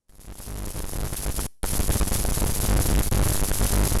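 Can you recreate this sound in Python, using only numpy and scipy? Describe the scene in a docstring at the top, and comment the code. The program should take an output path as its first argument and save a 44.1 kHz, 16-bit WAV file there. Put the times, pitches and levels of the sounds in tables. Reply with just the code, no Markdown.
"""Out of faint hiss, a mains-fed spark strikes between two wire tips and its interference enters a recorder.
The arc restrikes every half cycle with a tick, sizzles in between and cracks as it jumps to a new spot.
Soon heavy flares saturate the input, choking the sizzle until the coupling capacitor recovers; some break
up in hard snaps. The harsh buzz swells, stops briefly near 1.5 s, resumes louder, breaks for an instant
near 3.1 s and sputters on to the end."""
import sys
import numpy as np
from scipy import signal
from scipy.fft import rfft, irfft, next_fast_len
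from scipy.io import wavfile
from scipy.ndimage import uniform_filter1d

SR = 44100
rng = np.random.default_rng(int(sys.argv[2]) if len(sys.argv) > 2 else 0)


def dump(signal):
    """Clip the signal to [-1, 1] and save it as 16-bit WAV at the path in sys.argv[1]."""
    limited = np.clip(np.atleast_2d(signal).T, -1, 1)
    pcm = np.round(limited * 32767).astype(np.int16)
    wavfile.write(sys.argv[1], SR, pcm)


N = 176400
TIME = np.arange(N) / SR
MAINS_HZ = 50.01


def amp(db):
    """Amplitude ratio of a level in decibels."""
    return 10 ** (np.asarray(db) / 20)


def curve(rows):
    """Linear interpolation of (t/s, value) rows at every sample."""
    return np.interp(TIME, *np.transpose(rows))


def wander(rate_hz):
    """Slow noise: linear interpolation between Gaussian values drawn at rate_hz."""
    return np.interp(TIME * rate_hz, np.arange(N), rng.standard_normal(N))


def coloured(x, points):
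    """Minimum-phase filter with the (f/Hz, level/dB) response, built by folding the cepstrum."""
    size = 2 * next_fast_len(N // 2 + 8192)
    hz, db = np.transpose(points)
    log_hz = np.log(np.fft.rfftfreq(size, 1 / SR) + 1)
    cepstrum = irfft(np.log(amp(np.interp(log_hz, np.log(hz), db))))
    cepstrum[1:size // 2] *= 2
    cepstrum[size // 2 + 1:] = 0
    return irfft(rfft(x, size) * np.exp(rfft(cepstrum)))[:N]


def noise(points):
    """Spectrally shaped Gaussian noise of unit rms."""
    x = coloured(rng.standard_normal(N), points)
    return x / x.std()


def burst(start, db, ms):
    """Envelope with an instant onset and a Gaussian decay."""
    age_ms = (TIME - start) * 1000
    return amp(db) * (TIME >= start) * np.exp(-np.minimum((age_ms / ms) ** 2, 20))


# Spectrum of the input's own noise: f/Hz, relative level/dB
FLOOR_SPECTRUM = [(30, 13), (300, -2), (2000, -16), (11000, -15), (16000, -20)]
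def input_hiss():
    """Noise floor: a faint, stationary hiss."""
    return amp(-82) * noise(FLOOR_SPECTRUM)


# Stretches of arcing: first strike t/s, end t/s
ARCS = [(.0843, 1.466), (1.6323, 3.09), (3.1161, 4.0)]
def arc():
    """Reignition every half cycle: returns the strike times and a gate that is 1 while the arc burns."""
    jitter_s = .00012
    grid = np.concatenate([np.arange(start, end, .5 / MAINS_HZ) for start, end in ARCS])
    strikes = grid + jitter_s * rng.standard_normal(len(grid))
    gate = sum(1. * ((TIME > start) & (TIME < end)) for start, end in ARCS)
    return strikes, uniform_filter1d(gate, size=60)


# Runs of heavy flares, one flare per mains cycle: start t/s, count, duration/ms
FLARES = [(.185, 1, 10.7), (.244, 1, 3.4), (.275, 3, 7.45), (.395, 1, 6.8), (.475, 3, 6.1), (.535, 1, 9.4),
          (.554, 2, 5.5), (.595, 3, 7.4), (.664, 1, 8.5), (.674, 1, 7.8), (.744, 1, 2.5), (.754, 2, 4.36),
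          (.794, 1, 8.5), (.834, 1, 8.3), (.954, 1, 4.2), (.974, 1, 11.8), (1.004, 1, 3.3), (1.024, 1, 9.3),
          (1.044, 2, 4), (1.124, 1, 4.3), (1.254, 2, 8.2), (1.294, 1, 4.8), (1.384, 1, 8.3), (1.454, 1, 3),
          (1.633, 1, 9.1), (1.732, 1, 2.8), (1.782, 1, 13), (1.802, 1, 6.2), (1.832, 1, 1.1),
          (1.882, 1, 11.9), (1.902, 1, 5.4), (1.932, 1, 1.5), (1.952, 1, 4.3), (1.962, 1, 2.95),
          (2.002, 1, 10.7), (2.022, 1, 8), (2.072, 1, 1.8), (2.112, 1, 6.5), (2.152, 1, 4.06),
          (2.183, 1, 3.3), (2.192, 1, 1.8), (2.242, 1, 8.9), (2.283, 1, 6.4), (2.312, 1, 8.9),
          (2.372, 1, 3.7), (2.412, 2, 7.7), (2.463, 1, 3.24), (2.492, 1, 4.1), (2.533, 1, 3.3),
          (2.632, 1, 4), (2.642, 1, 2.7), (2.682, 3, 6.6), (2.742, 1, 9.8), (2.762, 1, 4.5),
          (2.782, 1, 8.8), (2.802, 1, 5.3), (2.852, 1, 4.2), (2.882, 1, 6.2), (2.922, 1, 6.3),
          (2.942, 1, 9.3), (2.962, 1, 11), (2.982, 1, 8), (3.003, 1, 5.4), (3.116, 1, 7.2),
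          (3.126, 2, 4.24), (3.166, 2, 6.84), (3.206, 1, 8.3), (3.226, 1, 4.1), (3.256, 1, 3.7),
          (3.266, 1, 4.1), (3.296, 2, 4.4), (3.416, 1, 9.7), (3.486, 1, 1.9), (3.506, 1, 8.7),
          (3.606, 3, 6.4), (3.726, 2, 6.27), (3.766, 4, 7.7), (3.846, 2, 4.03), (3.916, 1, 5.4),
          (3.946, 2, 6.7)]
# Hard strikes that pop out of the buzz: t/s, duration/ms
POPS = [(.214, 0.82), (.354, 0.44), (.424, 0.41), (.444, 0.48), (.464, 0.25), (.704, 0.45), (.764, 0.52),
        (.854, 0.44), (.894, 0.37), (.934, 0.76), (.994, 0.4), (1.144, 0.29), (1.234, .5), (1.652, 0.39),
        (1.752, 0.57), (1.772, 0.34), (2.132, 0.54), (2.562, 0.64), (2.672, 0.27), (2.902, 0.95),
        (2.912, 1.9), (3.346, 0.35), (3.356, 0.37), (3.376, 0.38), (3.396, 0.22), (3.436, 0.54),
        (3.446, 0.38), (3.596, 0.43), (3.716, 0.51)]
def surges(strikes):
    """RC coupling: each strike pulls the input down (limit = 1); the capacitor swings it back past zero."""
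    tick_ms, hot_ms, typical_flare_ms, recovery_s = 0.15, 0.21, 7.2, 0.0093
    tick_push, hot_push, flare_push, pop_push = 0.49, 3.2, 3.39, 2.36
    tick_spread, flare_spread = 0.53, 0.044  # log-normal scatter
    tick_draw, step_draw, flare_draw, push_draw = rng.standard_normal((len(strikes), 4)).T
    length_ms = tick_ms * np.exp(tick_spread * np.clip(tick_draw, -2, 2))
    push = tick_push * np.exp(tick_spread * push_draw)
    voltage_step = 0.72 * step_draw  # the arc voltage jumps at each strike
    for start, count, ms in FLARES:
        for cycle in range(round(count)):
            i = np.argmin(abs(strikes - start - cycle / MAINS_HZ))
            length_ms[i] = ms * np.exp(flare_spread * flare_draw[i])
            push[i] = flare_push * (ms / typical_flare_ms) ** 0.84  # longer flares push harder
            # a short, hot strike follows each flare
            length_ms[i + 1] = hot_ms * np.exp(tick_spread * tick_draw[i + 1])
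            push[i + 1] = hot_push
    for start, ms in POPS:
        i = np.argmin(abs(strikes - start))
        length_ms[i], push[i] = ms, max(push[i], pop_push)
    ends = strikes + length_ms / 1000
    edge_samples = (np.r_[strikes, ends] * SR).astype(int)
    edges = np.bincount(edge_samples, np.r_[voltage_step - push, push], N)[:N]
    return signal.lfilter([1], [1, -np.exp(-1 / (recovery_s * SR))], edges)


# Envelope of the arc noise: t/s, level/dB before trim and modulation
SIZZLE_LEVEL = [(.085, -69), (.1, -65), (.18, -59), (.21, -49.5), (.37, -54.5), (.39, -43.5), (.59, -39),
                (.67, -37.5), (.7, -33), (.73, -45), (.79, -33.5), (.87, -45.5), (.895, -36.5), (.94, -39),
                (1.0, -37), (1.09, -40), (1.15, -39), (1.17, -38), (1.21, -33), (1.24, -32.5), (1.29, -34),
                (1.33, -41), (1.37, -32), (1.66, -33), (1.71, -33), (1.78, -25.5), (1.86, -35), (1.92, -29),
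                (2.1, -34), (2.14, -26), (2.24, -34.5), (2.33, -26.5), (2.43, -32.5), (2.56, -27.5),
                (2.6, -33.5), (2.65, -28.5), (2.78, -30.5), (2.83, -27), (2.87, -28.5), (2.92, -30),
                (3.07, -31), (3.14, -27.5), (3.19, -30), (3.35, -27), (3.41, -32.5), (3.43, -23.5),
                (3.46, -31), (3.74, -26.5), (3.96, -31.5), (3.99, -29)]
# Spectrum of the arc noise: f/Hz, relative level/dB
SIZZLE_SPECTRUM = [(100, 3), (1000, -11), (2600, -9.5), (5000, -6), (8500, -6), (11100, 1.5), (12500, 1),
                   (15500, -10)]
def sizzle(strikes):
    """Amplitude-modulated arc noise: a spit at each strike, then hiss growing through the half cycle."""
    trim_db, scatter_db, growth_db = -2.5, 2.5, 7.5
    spit_db, spit_decay_s, flicker_db = 11.5, 0.0013, 2
    latest = np.maximum(np.searchsorted(strikes, TIME, side="right") - 1, 0)
    age = np.clip(TIME - strikes[latest], 0, .5 / MAINS_HZ)
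    hiss_draw, spit_draw = rng.standard_normal((len(strikes), 2))[latest].T
    hiss = amp(scatter_db * hiss_draw + growth_db * (2 * MAINS_HZ * age - .5))
    spit = amp(spit_db + scatter_db * spit_draw) * np.exp(-age / spit_decay_s)
    envelope = amp(curve(SIZZLE_LEVEL) + trim_db) * np.hypot(hiss, spit)
    return envelope * noise(SIZZLE_SPECTRUM) * amp(flicker_db * wander(rate_hz=1454))


def room(x, level_db=-26, t60_s=0.38):
    """Reverberation of a small room: convolution with exponentially decaying noise."""
    t = TIME[:SR // 2]
    tail = rng.standard_normal(len(t)) * np.exp(-np.log(1000) * t / t60_s)
    return amp(level_db) * signal.fftconvolve(x, tail / np.linalg.norm(tail))[:N]


# Spectrum of the ripple: f/Hz, relative level/dB
RIPPLE_SPECTRUM = [(30, 3), (300, -8.5), (900, -13), (2200, -17.5), (4000, -27.5), (12000, -43)]
def ripple():
    """Additive noise, mostly low in frequency, keeps the clipped wave unsteady."""
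    return amp(-27) * noise(RIPPLE_SPECTRUM)


# Jumps of the arc: t/s, level/dB re the input's limit, duration/ms
CRACKS = [(.094, 3, 4), (.153, -6, 4.5), (.214, 2, 4.3), (.253, -10, 4), (.354, -2, 3.8), (.384, -1.5, 11),
          (.682, 5, 3.1), (.696, -10, 22), (.893, 3, 2.2), (.994, -3, 0.84), (1.034, 2, 0.92),
          (1.131, 0, 7.8), (1.166, 3.5, 13), (1.232, -7, 7.3), (1.362, -3, 14), (1.423, -12, 7.1),
          (1.631, 9, 2.4), (1.672, -9, 6.8), (1.703, -6, 23), (1.792, 13, .7), (1.832, -5, 1.7),
          (1.921, -3, 7), (2.076, -3.5, 11), (2.211, -7, 7.3), (2.239, -2, 5.1), (2.2522, 13, 0.99),
          (2.402, -4, 15), (2.818, -8, 14), (2.932, 0, 0.69), (2.9522, 3, 0.68), (2.962, 14, .6),
          (2.972, 6, .8), (2.982, 6, .6), (2.992, 17, 1.1), (3.112, -6, 4.7), (3.24, -6, 41),
          (3.352, -7, 15), (3.654, -12, 2.5)]
# Spectrum of a crack: f/Hz, relative level/dB
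CRACK_SPECTRUM = [(300, -11), (2000, -12.5), (3500, -4.5), (6000, -5), (9000, -2.5), (11200, 7.5),
                  (13000, 1.5), (16000, -8.5)]
def cracks():
    """Broadband transients: a bright burst of noise as the arc jumps to a new spot."""
    return sum(burst(*row) for row in CRACKS) * noise(CRACK_SPECTRUM)


# Long flares breaking up: t/s, level/dB re the input's limit, duration/ms, nominal chatter f/Hz
SNAPS = [(0.5445, 10, 1.6, 1300), (1.393, 15, 1.7, 1250), (1.6419, 16, 2.5, 850), (1.8935, 7, 1.4, 1100),
         (1.9116, 5.5, 1.4, 1100), (2.013, 11.5, 1.6, 1200), (2.2518, 17, 1.45, 800), (2.321, 13, 1.4, 900),
         (2.952, 12.5, 1.8, 1210), (2.9916, 14.5, 1.6, 1870), (3.237, 5, 1, 1100), (3.516, 13, 1.7, 1100)]
def snaps(rate_spread=0.56):
    """Damped oscillation: the arc chatters on and off at a wavering rate, pulling the input down first."""
    clock = np.cumsum(np.exp(rate_spread * wander(rate_hz=1300))) / SR
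    chatter = np.zeros(N)
    for start, db, ms, hz in SNAPS:
        phase = 2 * np.pi * hz * (clock - clock[int(start * SR)])
        chatter -= burst(start, db, ms) * np.sin(phase)
    return chatter


def drain(burning, limit, decay_s=.11):
    """Exponential discharge: in each break a faint, inaudible DC offset creeps back to zero."""
    retained = np.exp(-1 / (decay_s * SR))
    charge = signal.lfilter([1 - retained], [1, -retained], burning * limit)
    return -amp(-17) * (1 - burning) * charge


# Clipping limit of the input, which sets the swell: t/s, level/dB
LIMIT_LEVEL = [(.085, -57), (.1, -43), (.2, -43.5), (.3, -37.5), (.5, -33.5), (.8, -28.5), (1.0, -26.5),
               (1.4, -24.5), (1.65, -22.5), (1.9, -19.5), (2.3, -22), (2.7, -20), (3.2, -20), (4.0, -20)]
def scene():
    """Saturation of one mono input: the deeper the overload, the less sizzle gets through."""
    knee, leak_db = 19, -15.5  # hardness of the limit; sizzle that gets past it
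    choke_depth, choke_power = 2.08, 4.2  # surge that halves the leak (limit = 1); steepness
    strikes, burning = arc()
    limit = amp(curve(LIMIT_LEVEL))
    arc_noise = burning * sizzle(strikes)
    surge = surges(strikes)
    arc_noise += room(arc_noise)
    drive = surge + snaps() + cracks() + arc_noise / limit
    clipped = drive / (1 + abs(drive) ** knee) ** (1 / knee)
    buzz = limit * (clipped + burning * ripple())
    leak = amp(leak_db) * arc_noise / (1 + (abs(surge) / choke_depth) ** choke_power)
    mono = buzz + leak + drain(burning, limit) + input_hiss()
    return np.array([mono, mono])


# Frequency response of the recorder: f/Hz, gain/dB
INPUT_RESPONSE = [(20, 1.5), (100, 2.54), (500, 2), (1500, -0.6), (2600, -1.7), (4000, -1), (7000, 2),
                  (11000, 1), (13500, -9), (16000, -17)]
def record(dry):
    """Linear filtering: the recorder's response, then a steep low-pass band limit."""
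    tinted = np.array([coloured(channel, INPUT_RESPONSE) for channel in dry])
    band_limit = signal.ellip(10, .1, 90, 16000, fs=SR, output="sos")
    return signal.sosfilt(band_limit, tinted)


dry = scene()
out = record(dry)
dump(out)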